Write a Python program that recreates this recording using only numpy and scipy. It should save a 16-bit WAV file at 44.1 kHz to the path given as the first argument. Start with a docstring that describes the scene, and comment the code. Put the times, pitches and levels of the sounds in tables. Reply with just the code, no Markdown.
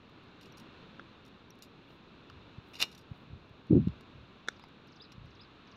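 """Folding tent poles are handled on an open meadow: sections tick and chatter against each other,
one rattles home in its metal sleeve, and joints snap shut. Short scrapes set the tube, sleeve and
joint resonances ringing; shaped noise makes the faint brush of cloth. Pitch-swept noise and single
pulses make the wind that thumps on the microphone. A small bird twitters in gliding sine whistles
over open air, made of two coloured noises: a low rumble and a soft rush."""
import sys
import numpy as np
from scipy import signal
from scipy.fft import rfft, irfft
from scipy.io import wavfile
from scipy.ndimage import uniform_filter1d

SR = 44100
rng = np.random.default_rng(int(sys.argv[2]) if len(sys.argv) > 2 else 0)


def unload_audio(sound):
    """Save the sound as a 16-bit wav file, at the path given as the first command line argument."""
    columns = np.transpose(np.atleast_2d(sound))
    # keep every value between -1 and 1, then stretch to whole-number steps
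    steps = np.round(np.clip(columns, -1, 1) * 32767)
    wavfile.write(sys.argv[1], SR, steps.astype(np.int16))


N = 254016
T = np.arange(N) / SR


def from_db(db):
    """Decibels to gain."""
    return 10 ** (np.asarray(db) / 20)


def rms_one(x):
    """Scale to an rms of 1."""
    return x / np.sqrt(np.mean(x ** 2) + 1e-20)


def in_time(rows):
    """Read each column of a curve at every sample."""
    s, *columns = np.transpose(rows)
    return [np.interp(T, s, column) for column in columns]


def add(out, s, sound):
    """Mix a sound in, starting at time s."""
    at = max(0, round(s * SR))
    out[at:at + len(sound)] += sound[:max(0, N - at)]


def coloured_noise(spectrum):
    """Steady noise with the given spectrum, rms 1."""
    hz, db = np.transpose(spectrum)
    log_hz = np.log(np.fft.rfftfreq(N, 1 / SR) + 1)
    gain = from_db(np.interp(log_hz, np.log(hz), db))
    return rms_one(irfft(rfft(rng.standard_normal(N)) * gain, N))


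def drift(rate):
    """Random wander through `rate` knots per second, rms 1."""
    knots = rng.standard_normal(int(N / SR * rate) + 2)
    return rms_one(np.interp(T * rate, np.arange(len(knots)), knots))


def ring(modes, uneven_db=0, pitch=1, order=2, size=4096):
    """Answer of a body to one click, at a fixed energy; each striking point weights the modes differently."""
    f = np.fft.rfftfreq(size, 1 / SR)
    power = 0
    for hz, width, db in modes:
        level = from_db(db + uneven_db * rng.standard_normal())
        offset = (f - hz * pitch) / width
        power = power + level ** 2 / (1 + offset ** 2 * 2 / order) ** order
    # minimum phase: every mode starts at the touch and dies away
    cepstrum = irfft(np.log(power + 1e-12))
    cepstrum[0] = cepstrum[size // 2:] = 0
    out = irfft(np.exp(rfft(cepstrum)))
    return out / np.linalg.norm(out) * np.pi


def brighten(sound, tilt_db, pivot_hz=6000):
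    """Small hard contacts lack the low modes, soft ones the high; the slope levels off above the pivot."""
    size = 2 * len(sound)
    hz = np.fft.rfftfreq(size, 1 / SR)
    octaves = np.log2(np.hypot(hz, pivot_hz / 10) / np.hypot(hz, pivot_hz))
    tilted = irfft(rfft(sound, size) * from_db(tilt_db * octaves))[:len(sound)]
    return rms_one(tilted) * np.std(sound)


GRAINS_PER_S = 700  # a sliding contact catches and slips unevenly


def scrape(decay_s, grain_db=0, size=4096, count=8):
    """A dying burst of tiny contacts that excites all pitches almost evenly; energy 1."""
    t = T[:size]
    catches = np.interp(t * GRAINS_PER_S, np.arange(size), rng.standard_normal(size))
    fade = np.exp(-t / max(decay_s, 1 / SR)) * from_db(grain_db * catches)
    force = rng.standard_normal(size) * fade
    # alternately flatten the spectrum and restore the fade
    for _ in range(count):
        flat = irfft(np.exp(1j * np.angle(rfft(force))))
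        force = flat * fade ** (1 / count)
    return force / np.linalg.norm(force)


# open air, low rumble and distant rush: (frequency [Hz], density [dB per Hz])
RUMBLE_SPECTRUM = [(20, -11.5), (45, -12), (80, -5), (170, 0), (260, -1), (400, -4.5), (700, -14),
                   (1500, -24), (4000, -57)]
RUSH_SPECTRUM = [(300, -23), (750, -4), (1050, 2), (1400, 0.5), (2000, -7), (2700, -1), (3150, -7),
                 (3600, -3), (4100, -6), (4800, -18.5), (6800, -28.5), (8000, -40), (16000, -60)]
# their loudness before the trims: (time [s], rumble level [dB], rush level [dB])
AIR_LEVELS = [(0.0, -60.5, -62), (0.77, -57.5, -58.5), (1.54, -60, -63), (2.41, -58.5, -60),
              (3.53, -60, -63), (3.9, -58.5, -60.5), (4.96, -61, -62), (5.76, -60.5, -60)]


def open_air(rumble_trim_db=1.5, rush_trim_db=-0.38):
    """A low rumble and the distant rush of wind over grass: two noises with gently wandering levels."""
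    rumble_db, rush_db = in_time(AIR_LEVELS)
    flutter_db = .5 * drift(14)
    rumble = from_db(rumble_db + rumble_trim_db + flutter_db) * coloured_noise(RUMBLE_SPECTRUM)
    rush = from_db(rush_db + rush_trim_db + flutter_db / 2) * coloured_noise(RUSH_SPECTRUM)
    return rumble + rush


# gusts on the microphone: (start [s], level before the port [dB], attack [s], hold [s], release [s])
GUSTS = [(2.30, -57, 0.037, 0.034, 0.049), (3.268, -50.5, 0.044, 0.0378, 0.029),
         (3.696, -20, .013, .064, 0.036), (3.866, -35.5, 0.0086, 0.013, 0.016),
         (4.12, -55, 0.038, 0.045, 0.0509), (5.14, -53, 0.048, 0.067, 0.049)]
CALM_DB = -68  # the breeze between gusts


def gust_pressure():
    """Each gust swells, holds and dies away above the calm breeze."""
    pressure = from_db(CALM_DB)
    for s, db, attack_s, hold_s, release_s in GUSTS:
        swell = np.clip((T - s) / attack_s, 0, 1)
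        since_hold = np.maximum(T - s - attack_s - hold_s, 0)
        pressure = pressure + from_db(db) * swell * np.exp(-since_hold / release_s)
    return pressure


def air_pitch(law, pressure):
    """Air speed follows the root of the pressure, so stronger wind sounds higher."""
    still_hz, rise_hz = law
    return still_hz + rise_hz * np.sqrt(pressure)


def turbulence(cut_hz, low_share=.33, order=4):
    """Lumpy pressure noise: faster air sweeps the same eddies past at a higher pitch."""
    base_hz = 300  # top of the band before the sweep
    band = signal.butter(order, [base_hz * low_share, base_hz], "band", fs=SR, output="sos")
    flow = signal.hilbert(signal.sosfilt(band, rng.standard_normal(2 * N)))
    # even out the short-term loudness
    loudness = np.sqrt(uniform_filter1d(np.abs(flow) ** 2, size=900) + 1e-12)
    flow = rms_one(flow.real / loudness)
    position = SR / 10 + np.cumsum(cut_hz / base_hz * np.ones(N))
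    return np.interp(position, np.arange(2 * N), flow)


# single eddies that pop on the microphone: (time [s], peak level before the port [dB])
EDDIES = [(2.585, -35), (3.117, -31), (3.333, -35), (3.511, -43.5), (3.732, -8), (3.742, -16.5),
          (3.767, -10), (3.874, -15), (5.182, -37.5)]
# pitch laws: (pitch in still air [Hz], pitch added at full scale [Hz])
TURBULENCE_HZ, EDDY_HZ = (107.97, 753), (78.4, 241)


def wind(eddy_cycles=0.51, port_hz=55):
    """Turbulence and single eddies press on the microphone port, which passes no deep bass."""
    eddies, cover = np.zeros(N), np.zeros(N)
    half_s = 1 / 20  # each pulse is centred on its time
    for s, db in EDDIES:
        cycles = (T[:SR // 10] - half_s) * air_pitch(EDDY_HZ, from_db(db))
        passing = 1 / np.cosh(cycles / eddy_cycles * 2)
        add(eddies, s - half_s, from_db(db) * np.cos(2 * np.pi * cycles) * passing)
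        add(cover, s - half_s, passing)
    pressure = gust_pressure()
    # a large eddy displaces the small ones while it covers the port
    uncovered = np.clip(1 - cover, 0, 1)
    gusts = uncovered * pressure * turbulence(air_pitch(TURBULENCE_HZ, pressure))
    port = signal.butter(2, port_hz, "high", fs=SR, output="sos")
    return signal.sosfilt(port, eddies + gusts)


# resonances of the ringing pole tube: (frequency [Hz], width [Hz], level [dB])
TUBE = [(700, 1000, -19), (1320, 370, -14.5), (2050, 160, -12.5), (2300, 72, -8.5), (2520, 35, -8),
        (2470, 57, -5.5), (2720, 39, -6.5), (2823, 130, 1), (3580, 70, -5.5), (3620, 31, -2),
        (3720, 41, -5), (3680, 130, -9), (4080, 250, -4), (4192, 80, -19.5), (4600, 50, -12.5),
        (4825, 62, -3), (5390, 350, -13.5), (5360, 55, -13), (5600, 280, -11), (6560, 180, -18.5),
        (7010, 310, -19), (8100, 248, -23.5), (9010, 190, -21), (10250, 540, -26), (11380, 370, -26.5),
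        (11800, 340, -21.5), (13210, 400, -33), (14500, 540, -28.5), (15500, 500, -46)]


def poles(contacts, uneven_db, grain_db):
    """Each contact scrapes briefly and sets the tube ringing."""
    out = np.zeros(N)
    for s, db, decay_s, tilt_db in contacts:
        sound = signal.fftconvolve(scrape(decay_s, grain_db), ring(TUBE, uneven_db))
        add(out, s, from_db(db) * brighten(sound, tilt_db))
    return out


STRAYS_PER_S, STRAY_DB = 1.2, -63.5
STRAY_DECAY_S, STRAY_TILT_DB = .003, 15  # tilt in dB per octave


def strays():
    """Faint touches at random moments while the bundle is handled."""
    times = rng.uniform(0, N / SR, round(STRAYS_PER_S * N / SR))
    return [(s, STRAY_DB, STRAY_DECAY_S, STRAY_TILT_DB) for s in times]


# loose sections chatter: (time [s], first level [dB], scrape decay [s], brightness [dB per octave],
# first gap [s], loss per touch [dB])
CHATTERS = [(.411, -42.5, 0.014, 4, .0165, 1.5), (0.571, -44.5, 0.0097, 17, 0.0096, 0),
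            (1.251, -51.5, 0.0061, 11, 0.01, 1.5), (1.623, -36, .009, 10, 0.0084, 8),
            (2.7347, -34, 0.027, -1.5, 0.019, -3.5), (2.914, -42, 0.013, 4, .012, 0.5),
            (2.978, -43, 0.0065, 13, .012, 5.5)]
GAP_GROWTH = 1.8  # each gap over the one before, as the sections swing apart


def chatter():
    """Three touches each time: the gaps widen and the strength changes by a set step."""
    touches = []
    for s, db, decay_s, tilt_db, gap_s, loss_db in CHATTERS:
        for k in range(3):
            delay_s = gap_s * sum(GAP_GROWTH ** j for j in range(k))
            touches.append((s + delay_s, db - k * loss_db, decay_s, tilt_db))
    return touches


# a metal sleeve tapped on its rim: (time [s], level [dB])
PINGS = [(0.429, -59), (0.523, -49.5), (1.505, -43), (2.952, -47)]
# resonances of the sleeve's short ring: (frequency [Hz], width [Hz], level [dB])
SLEEVE = [(5500, 44, 3), (5780, 150, 5), (10000, 300, -30), (11700, 250, -18), (11900, 410, -10)]


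def sleeves(tap_s=.001):
    """A tap on a sleeve's rim gives a tiny high ping."""
    out = np.zeros(N)
    for s, db in PINGS:
        add(out, s, from_db(db) * signal.fftconvolve(scrape(tap_s), ring(SLEEVE)))
    return out


# joints snapping shut in the hand: (time [s], level before the cut-off [dB], contact cut-off [Hz],
# pitch [ratio])
SNAPS = [(.9950, -27.5, 2130, 0.92), (2.2995, -36, 9000, 0.79), (4.4758, -37, 9000, 0.95),
         (4.4851, -14, 14000, 0.97), (4.596, -43, 6000, 0.64), (4.6385, -36, 4000, 0.58)]
# resonances of the joint, damped by the grip: (frequency before pitch [Hz], width [Hz], level [dB])
JOINT = [(420, 150, -3), (830, 150, -9.5), (1500, 170, 5.5), (1760, 146, 3.5), (2200, 170, -4.5),
         (3660, 196, -0.5), (4040, 260, -6), (5000, 100, -15), (5500, 310, -15), (5980, 140, -8),
         (6800, 460, -14.5), (8230, 300, -23), (9320, 200, -27), (10300, 700, -40), (12100, 650, -31),
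         (15100, 540, -36)]


def joints(seat_s=.0009, scatter_db=-23, scatter_s=0.04):
    """A joint seats with one dry, hollow crack, duller when eased in; the ground scatters a little back."""
    out = np.zeros(N)
    for s, db, cut_hz, pitch in SNAPS:
        force = scrape(seat_s, count=20) + from_db(scatter_db) * scrape(scatter_s)
        contact = signal.butter(2, cut_hz, fs=SR, output="sos")
        force = signal.sosfilt(contact, force)
        add(out, s, from_db(db) * signal.fftconvolve(force, ring(JOINT, pitch=pitch, order=5)))
    return out


# light touches between sections: (time [s], level [dB], scrape decay [s], brightness [dB per octave])
TICKS = [(1.589, -58, .002, 29), (1.905, -40, 0.0057, -13), (2.2985, -51, 0.0032, 1),
         (3.883, -43, 0.0014, -4.5), (4.0076, -48.5, .0044, 8), (4.596, -47, 0.0035, -2),
         (4.639, -47, 0.0019, 1), (4.8726, -57, 0.0044, 5), (5.119, -40.5, 0.0071, -0.5)]


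def ticks():
    """Single, chattering and stray touches ring the tube, each from its own striking point."""
    return poles(chatter() + TICKS + strays(), uneven_db=3, grain_db=2.5)


# cloth brushing as the arms move: (start [s], length [s], level before the grain [dB])
RUSTLES = [(1.84, 0.16, -86), (2.596, 0.25, -84), (3.04, 0.26, -90)]
# spectrum of the cloth: (frequency [Hz], density [dB per Hz])
CLOTH = [(3000, -14), (5500, -10.5), (8300, -4), (11800, -2.5), (13500, 0), (16000, -3)]


def rustle():
    """Cloth brushes in soft swells of grainy, airy noise."""
    swell = np.zeros(N)
    for s, length_s, db in RUSTLES:
        add(swell, s, from_db(db) * np.hanning(int(length_s * SR)))
    grain_db = 2.5 * drift(150)
    return swell * from_db(grain_db) * coloured_noise(CLOTH)


# a section enters its sleeve, catches, seats and settles: (time [s], level [dB], scrape decay [s],
# brightness [dB per octave])
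RATTLE = [(2.8014, -17, 0.015, -1), (2.8147, -13, 0.012, 1), (2.8247, -8, 0.0036, 1),
          (2.8312, -17.5, 0.013, -3.5)]


def rattle():
    """A section rattles into its sleeve: strong scraping contacts ring the tube."""
    return poles(RATTLE, uneven_db=1, grain_db=1.5)


def whistle(length_s, start_hz, middle_hz, end_hz, waver=0.012):
    """Each note is a pure whistle that swells and fades along a quick, slightly wavering curved glide."""
    u = np.linspace(0, 1, max(8, int(length_s * SR)))
    curve = np.polyfit([0, .5, 1], [start_hz, middle_hz, end_hz], 2)
    hz = np.polyval(curve, u) * (1 + waver * drift(710)[:len(u)])
    return np.sin(np.pi * u) * np.sin(2 * np.pi * np.cumsum(hz) / SR)


# the bird's repeated phrase, chips then a flourish: (flourish time [s], flourish level [dB],
# chip level [dB], chip spacing [s])
PHRASES = [(4.601, -63, -70, .042), (4.997, -50.5, -61, .040), (5.391, -54.5, -66, .044),
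           (5.798, -52, -61.5, 0.043)]
# a falling chip: (length [s], start pitch [Hz], middle pitch [Hz], end pitch [Hz])
CHIP = (0.023, 6900, 4820, 3720)
# a flourish of rising whistles and falling flicks: (delay [s], length [s], start pitch [Hz],
# middle pitch [Hz], end pitch [Hz], level in the flourish [dB])
FLOURISH = [(0, .021, 3400, 3704, 4740, 0.5), (0.015, .022, 4450, 4970, 5330, 0.5),
            (0.04, .012, 4900, 4110, 3700, -4), (.051, .015, 5360, 4130, 3400, -5.5)]
CHIP_FIRST_DB, CHIP_VARY_DB = -5, 2  # the opening chip tends softer; each varies at random


def bird(count=3):
    """Evenly spaced chips lead into the flourish, all sung as short gliding whistles."""
    out = np.zeros(N)
    for s, flourish_db, chip_db, spacing_s in PHRASES:
        for k in range(count):
            db = chip_db + CHIP_FIRST_DB * (k == 0) + CHIP_VARY_DB * rng.standard_normal()
            add(out, s - (count - k) * spacing_s, from_db(db) * whistle(*CHIP))
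        for delay_s, *glide, db in FLOURISH:
            add(out, s + delay_s, from_db(flourish_db + db) * whistle(*glide))
    return out


def across_field(sound, echo_db=-9, echo_s=.02):
    """A distant call arrives with a faint smear from grass and bushes."""
    smear = signal.fftconvolve(sound, scrape(echo_s))[:N]
    return sound + from_db(echo_db) * smear


def scene():
    """The poles are close and dry, the bird is farther off."""
    tent = ticks() + sleeves() + joints() + rustle() + rattle()
    mix = open_air() + wind() + tent + across_field(bird())
    return mix[None]


CUTOFF_HZ = 15900


def record(dry):
    """The top is cut steeply by a low-pass filter."""
    low_pass = signal.ellip(10, .1, 80, CUTOFF_HZ, fs=SR, output="sos")
    return signal.sosfilt(low_pass, dry)


dry = scene()
out = record(dry)
unload_audio(out)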